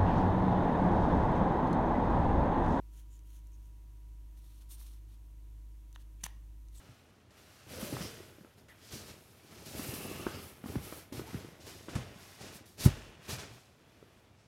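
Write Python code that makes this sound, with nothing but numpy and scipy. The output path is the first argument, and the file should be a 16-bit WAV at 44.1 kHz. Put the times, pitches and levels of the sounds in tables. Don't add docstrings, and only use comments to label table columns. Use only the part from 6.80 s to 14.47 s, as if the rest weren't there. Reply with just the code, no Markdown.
import sys
import numpy as np
from scipy import signal
from scipy.fft import rfft, irfft, next_fast_len
from scipy.io import wavfile
from scipy.ndimage import map_coordinates

SR = 44100
rng = np.random.default_rng(int(sys.argv[2]) if len(sys.argv) > 2 else 0)


def wrap_up_sound(samples):
    columns = np.atleast_2d(samples).T
    tamed = np.clip(columns, -1, 1)
    steps = np.round(tamed * 32767).astype(np.int16)
    wavfile.write(sys.argv[1], SR, steps)


N = 338247
TIME = np.arange(N) / SR


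# (frequency [Hz], density [dB])
VINYL_SPECTRUM = [(1200, -22), (2400, -3.5), (3200, -2), (4000, 1.5), (5400, 2.5), (7500, -2.5),
                  (10000, -7.5), (15000, -29)]
SHEEN_SPECTRUM = [(5000, -20.5), (8000, -8.5), (10500, -3), (12500, -3.5), (14000, -6), (16000, -13)]
CLOTH_SPECTRUM = [(300, -16), (600, 3.5), (900, -3), (1300, 0.5), (1900, -1.5), (2500, -1.5), (3500, -5),
                  (7000, -35.5)]
FOAM_SPECTRUM = [(25, -32), (50, -11), (90, 5), (150, -1.5), (240, -1.5), (360, -2), (550, -8.5),
                 (800, -13.5), (1600, -44)]
# (start [s], attack [s], hold [s], 20 dB fall [s], vinyl hiss [dB],
# sheen [dB re hiss], cloth [dB re hiss], foam [dB re hiss])
STROKES = [ (-.012, 0.014, 0.066, 0.66, -69, -5.5, 3.5, 5.5), (.46, 0.12, .3, .48, -66.5, -4.5, 2.5, 0.5),
           (.843, 0.078, 0.26, 0.13, -53.5, -2, -0.5, 6.5), (.977, 0.036, .002, 0.33, -53, 2, -.5, 1),
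           (1.083, 0.15, .011, .24, -49, -6, -1.5, 1), (1.296, 0.035, 0.14, 0.69, -68.5, 0, 2, 6.5),
           (1.755, 0.028, 0.0045, .07, -69, -1.5, -2, 11), (1.874, 0.015, .005, 0.19, -71, 2, 10.5, 1),
           (1.919, .132, .062, .24, -58.5, -7, -5.5, -6), (2.094, .031, .018, .23, -49, -5, -5.5, -1.5),
           (2.233, .047, .021, 0.13, -56.5, -5, -1, 1.5), (2.322, 0.084, .116, .52, -70.5, 1.5, -0.5, 2),
           (2.446, 0.31, .092, .18, -61, -4.5, 1, 5), (2.845, 0.015, 0.12, 0.25, -53.5, -3, -4, 4),
           (2.885, .101, 0.17, 0.67, -51.5, 3, -.5, 8), (3.11, .035, .01, .15, -61, 12.5, -12, -3),
           (3.138, 0.18, 0.24, 0.13, -57.5, -8, 4, 11), (3.534, .082, .081, 0.094, -63, 5.5, 4, 5),
           (3.799, 0.088, 0.035, 0.39, -58, 1.5, 2, 9.5), (3.954, 0.096, .138, 0.095, -57.5, 3, 1, 3.5),
           (4.319, .008, .075, 0.083, -55.5, -2, 0, 9), (4.4, 0.069, 0.097, .36, -58.5, -3.5, 3.5, 7),
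           (4.786, 0.026, .034, .13, -60.5, -9, -3, 4.5), (4.842, 0.03, .002, 0.36, -52.5, -5.5, -3, 0),
           (5.075, 0.017, 0.11, 0.29, -58, -10, 4.5, 9), (5.169, .258, .13, 0.16, -60.5, -4.5, 0, -20),
           (5.565, .05, .055, 0.21, -54.5, -9.5, 0, 3.5), (5.689, 0.063, 0.013, .05, -56, -1, -3, 1.5),
           (5.846, .015, .004, .22, -63.5, -0.5, -10, -9), (5.962, .048, 0.039, .05, -42.5, -5, -7.5, -4.5),
           (6.02, 0.032, .005, 0.025, -43.5, 6, -13, -1), (6.0, 0.037, 0.068, 0.3, -54, -10, 4, 5.5),
           (6.36, 0.1, .02, .1, -58.5, -9, 1, -1), (6.466, 0.031, 0.028, 0.093, -43.5, -6, -2.5, -3.5),
           (6.567, 0.023, 0.016, 0.14, -50, -15, -0.5, 2), (6.657, 0.054, .061, 0.33, -64.5, -6.5, 1, -2),
           (6.8, 0.29, 0.31, 0.38, -75.5, -4.5, 7, 7), (7.509, 0.076, .056, .31, -75, -19, 1, -2)]

def rubbing(drag_exponent=0.72):
    power = np.zeros((4, N))
    for start_s, attack_s, hold_s, fall_s, hiss_db, sheen_db, cloth_db, foam_db in STROKES:
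        speed = stroke_speed(start_s, attack_s, hold_s, fall_s)
        drag = speed ** drag_exponent
        gains = np.array([speed, speed * undb(sheen_db), drag * undb(cloth_db), drag * undb(foam_db)])
        power += (undb(hiss_db) * gains) ** 2
    vinyl = slips(VINYL_SPECTRUM, rate_hz=7000, spread_db=2, smooth=0.9, flutter_db=0.9)
    sheen = slips(SHEEN_SPECTRUM, rate_hz=7000, spread_db=2, smooth=0.9, flutter_db=0.9)
    cloth = slips(CLOTH_SPECTRUM, rate_hz=2500, spread_db=-1, smooth=1, flutter_db=0.8)
    foam = slips(FOAM_SPECTRUM, rate_hz=700, spread_db=1, smooth=0.88, flutter_db=3)
    return np.sum(np.sqrt(power) * np.array([vinyl, sheen, cloth, foam]), axis=0)


def stroke_speed(start_s, attack_s, hold_s, fall_s):
    t = TIME - start_s
    rise = np.clip(t / attack_s, 0, 1) ** 2
    return rise * undb(-20 * np.maximum(t - attack_s - hold_s, 0) / fall_s)


def slips(spectrum, rate_hz, spread_db, smooth, flutter_db):
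    releases = (rng.random(N) < rate_hz / SR) * rng.standard_normal(N)
    sizes = undb(spread_db * np.clip(rng.standard_normal(N), -2, 2))
    friction = unit(releases * sizes) + smooth * rng.standard_normal(N)
    flurries = undb(flutter_db * wander(rate_hz=70))
    return unit(colour(friction * flurries, spectrum))


# (time [s], level [dB], pulse pitch [Hz])
THUMPS = [(5.16, -24, 86), (6.0553, -25, 94), (6.063, -7.5, 115.6)]
# (frequency [Hz], gain [dB], t60 [s])
FRAME_MODES = [(52, -13, 0.27), (90.5, -9.5, 0.1), (131.6, -9, 0.088), (209, -17.5, 0.083),
               (379, -1.5, 0.097)]

def thumps():
    out, t = np.zeros(N), TIME[:SR // 2]
    for time_s, level_db, hz in THUMPS:
        lead_s = 1 / hz
        phase = 2 * np.pi * hz * (t - lead_s)
        air_pulse = -phase * np.exp((1 - phase ** 2) / 2)
        add(out, time_s - lead_s, undb(level_db) * ring(air_pulse, FRAME_MODES))
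    return out


# (time [s], level [dB], pitch [Hz], tick level [dB])
KNOCKS = [(0.091, -47, 115, -77), (1.028, -30, 232, -41), (1.126, -27, 291, -45), (1.135, -31.5, 137, -44),
          (1.168, -49, 403, -37.5), (1.208, -30.5, 173, -44), (1.404, -38.5, 378, -59),
          (1.584, -45, 312, -67), (1.610, -45.5, 175, -59), (1.647, -46.5, 336, -49),
          (2.134, -41.5, 130, -53), (2.995, -30, 280, -38.5), (3.09, -37.5, 130, -62),
          (3.185, -40, 148, -60), (3.314, -33.5, 328, -54), (3.4665, -22, 356, -30), (3.478, -40, 330, -37),
          (3.573, -37, 270, -56), (3.840, -33.5, 243, -43), (3.859, -30.5, 245, -42),
          (4.1243, -33.5, 310, -39.5), (4.324, -31.5, 274, -60), (4.381, -37, 130, -49),
          (4.395, -29, 348, -40.5), (4.647, -36, 336, -53), (5.084, -31.5, 330, -39),
          (5.164, -29, 235, -38), (5.183, -31, 128, -56), (5.359, -44.5, 177, -64), (5.612, -45, 131, -51),
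          (6.074, -24.5, 265, -39), (6.530, -34.5, 130, -58), (6.713, -46, 120, -66),
          (7.227, -43.5, 402, -58), (7.507, -55.5, 110, -71)]
# (frequency [Hz], gain [dB], t60 [s])
FLOOR_MODES = [(95, -35, 0.062), (121, -20, 0.1), (201, -17.5, 0.059), (360, -21, 0.014), (566, -14, 0.027)]
# (frequency [Hz], density [dB])
TICK_SPECTRUM = [(250, 2), (600, 4), (1300, 3.5), (2000, -4.5), (3000, -14), (5000, -29), (14000, -47)]

def knocks(t60_cycles=10, crack_db=-1, crack_t60_s=0.0071, chatter_db=-6, chatter_t60_s=0.057):
    out, t = np.zeros(N), TIME[:SR // 4]
    contact = undb(crack_db) * fade(t, crack_t60_s) + undb(chatter_db) * fade(t, chatter_t60_s)
    for time_s, level_db, hz, tick_db in KNOCKS:
        strike = np.sin(2 * np.pi * hz * t) * fade(t, t60_cycles / hz)
        tick = noise(len(t), TICK_SPECTRUM) * contact
        add(out, time_s, undb(level_db) * ring(strike, FLOOR_MODES) + undb(tick_db) * tick)
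    return out


# (time [s], level [dB], start pitch [Hz], length [s])
HEELS = [(2.295, -49, 477, 0.022), (3.956, -27.5, 380, 0.023), (4.544, -31.5, 325, 0.018)]

def heels(end_hz=62, tick_db=-11):
    out = np.zeros(N)
    for time_s, level_db, start_hz, length_s in HEELS:
        t = TIME[:int(length_s * SR)]
        hz = start_hz * (end_hz / start_hz) ** (t / length_s)
        wave = np.sin(2 * np.pi * np.cumsum(hz) / SR) * np.sqrt(1 - (t / length_s) ** 6)
        tick = noise(len(t), TICK_SPECTRUM) * fade(t, length_s)
        add(out, time_s, undb(level_db) * (wave + undb(tick_db) * tick))
    return out


# (time [s], level [dB], t60 [s])
SCUFFS = [(0.506, -62.5, 0.28), (1.885, -59, .15), (4.324, -50.5, 0.3), (5.153, -39, 0.15),
          (6.054, -32, 0.14)]
# (frequency [Hz], density [dB])
SCUFF_SPECTRUM = [(300, 15.5), (900, 11.5), (2000, 7), (4000, 3), (7000, 2.5), (12000, -5), (16000, -36)]

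def scuffs():
    speed = np.zeros(N)
    for time_s, level_db, t60_s in SCUFFS:
        add(speed, time_s, undb(level_db) * fade(TIME[:SR // 2], t60_s))
    return speed * slips(SCUFF_SPECTRUM, rate_hz=6000, spread_db=2, smooth=0.9, flutter_db=1.2)


# (start [s], end [s], start pitch [Hz], end pitch [Hz], level [dB])
RASPS = [(.93, 1.114, 480, 599, -50.5), (1, 1.349, 620, 450, -56.5), (1.189, 1.3, 5320, 5400, -53),
         (1.884, 1.93, 1860, 1870, -60), (2.93, 3.632, 2660, 2777, -56.5), (3.1, 3.68, 1100, 1263, -59),
         (3.496, 3.647, 4800, 4870, -60.5), (4.434, 4.517, 755, 977, -59.5), (6.14, 6.384, 3000, 2740, -68),
         (6.483, 6.599, 2470, 2360, -58)]

def rasps(width_ratio=0.07):
    out = np.zeros(N)
    for start_s, end_s, start_hz, end_hz, level_db in RASPS:
        progress = np.linspace(0, 1, int((end_s - start_s) * SR))
        phase = 2 * np.pi * np.cumsum(start_hz + (end_hz - start_hz) * progress) / SR
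        lowpass = signal.butter(2, width_ratio * start_hz, fs=SR, output="sos")
        uneven = signal.sosfilt(lowpass, rng.standard_normal((2, SR)))[:, -len(progress):]
        rasp = unit(uneven[0] * np.cos(phase) + uneven[1] * np.sin(phase))
        add(out, start_s, undb(level_db) * rasp * np.cbrt(np.sin(np.pi * progress)))
    return out


def panel_echoes(x, echo_db, drift_s, lags_s=(0.0009, 0.0021, 0.0047)):
    out = x
    for lag_s in lags_s:
        source_s = TIME - lag_s - drift_s * wander(rate_hz=1)
        out = out + undb(echo_db) * map_coordinates(x, [source_s * SR], order=3)
    return out / np.sqrt(1 + len(lags_s) * undb(echo_db) ** 2)


def cabin_reverb(x, wet_db, t60_s):
    t = TIME[:SR // 2]
    tail = noise(len(t), [(40, 14), (150, -2), (1500, 5.5), (5000, 1), (15000, -33)])
    onset = np.clip(t / 0.013 - 0.5, 0, 1)
    tail *= onset * fade(t, t60_s)
    tail /= np.sqrt(np.sum(tail ** 2))
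    return x + undb(wet_db) * signal.fftconvolve(x, tail)[:N]


# (frequency [Hz], density [dB])
AIR_SPECTRUM = [(25, -20), (60, -2.5), (100, 5), (150, -4), (300, -6.5), (700, -13), (2000, -23.5),
                (6000, -30), (15000, -43.5)]

def cabin_air(level_db=-64):
    return undb(level_db) * noise(N, AIR_SPECTRUM)


def ring(push, modes):
    t = np.arange(len(push)) / SR
    response = sum(undb(gain_db) * 2 * np.pi * hz / SR * np.cos(2 * np.pi * hz * t) * fade(t, t60_s)
                   for hz, gain_db, t60_s in modes)
    y = push + signal.fftconvolve(push, response)[:len(push)]
    return y / np.abs(y).max()


def colour(x, spectrum):
    size = next_fast_len(len(x) + 4096, real=True) // 2 * 2
    hz, db = np.transpose(spectrum)
    bins_hz = np.maximum(np.fft.rfftfreq(size, 1 / SR), 1)
    gain_db = np.interp(np.log(bins_hz), np.log(hz), db)
    cepstrum = irfft(np.log(undb(gain_db)))
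    cepstrum[1:size // 2] *= 2
    cepstrum[size // 2 + 1:] = 0
    return irfft(rfft(x, size) * np.exp(rfft(cepstrum)))[:len(x)]


def noise(samples, spectrum):
    return unit(colour(rng.standard_normal(samples), spectrum))


def wander(rate_hz):
    knots = rng.standard_normal(2048)
    return np.interp(TIME * rate_hz, np.arange(len(knots)), knots)


def undb(db):
    return 10 ** (np.asarray(db) / 20)


def unit(x):
    return x / np.sqrt(np.mean(x ** 2))


def fade(t, t60_s):
    return np.exp(-np.log(1000) * t / t60_s)


def add(out, start_s, x):
    i = max(int(start_s * SR), 0)
    out[i:i + len(x)] += x[:N - i]


def scene():
    rubs = panel_echoes(rubbing() + scuffs(), echo_db=-21, drift_s=0.000207)
    blows = cabin_reverb(knocks() + heels(), wet_db=-15, t60_s=0.31)
    pushes = cabin_reverb(thumps(), wet_db=-28, t60_s=0.74)
    mono = rubs + blows + pushes + cabin_air() + rasps()
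    return np.array([mono, mono])


def record(dry, low_cut_hz=33, high_cut_hz=15850):
    highpass = signal.butter(4, low_cut_hz, "high", fs=SR, output="sos")
    lowpass = signal.ellip(12, 0.2, 80, high_cut_hz, fs=SR, output="sos")
    thinned = signal.sosfiltfilt(highpass, dry, padtype="even")
    return signal.sosfilt(lowpass, thinned)


dry = scene()
out = record(dry)
wrap_up_sound(out)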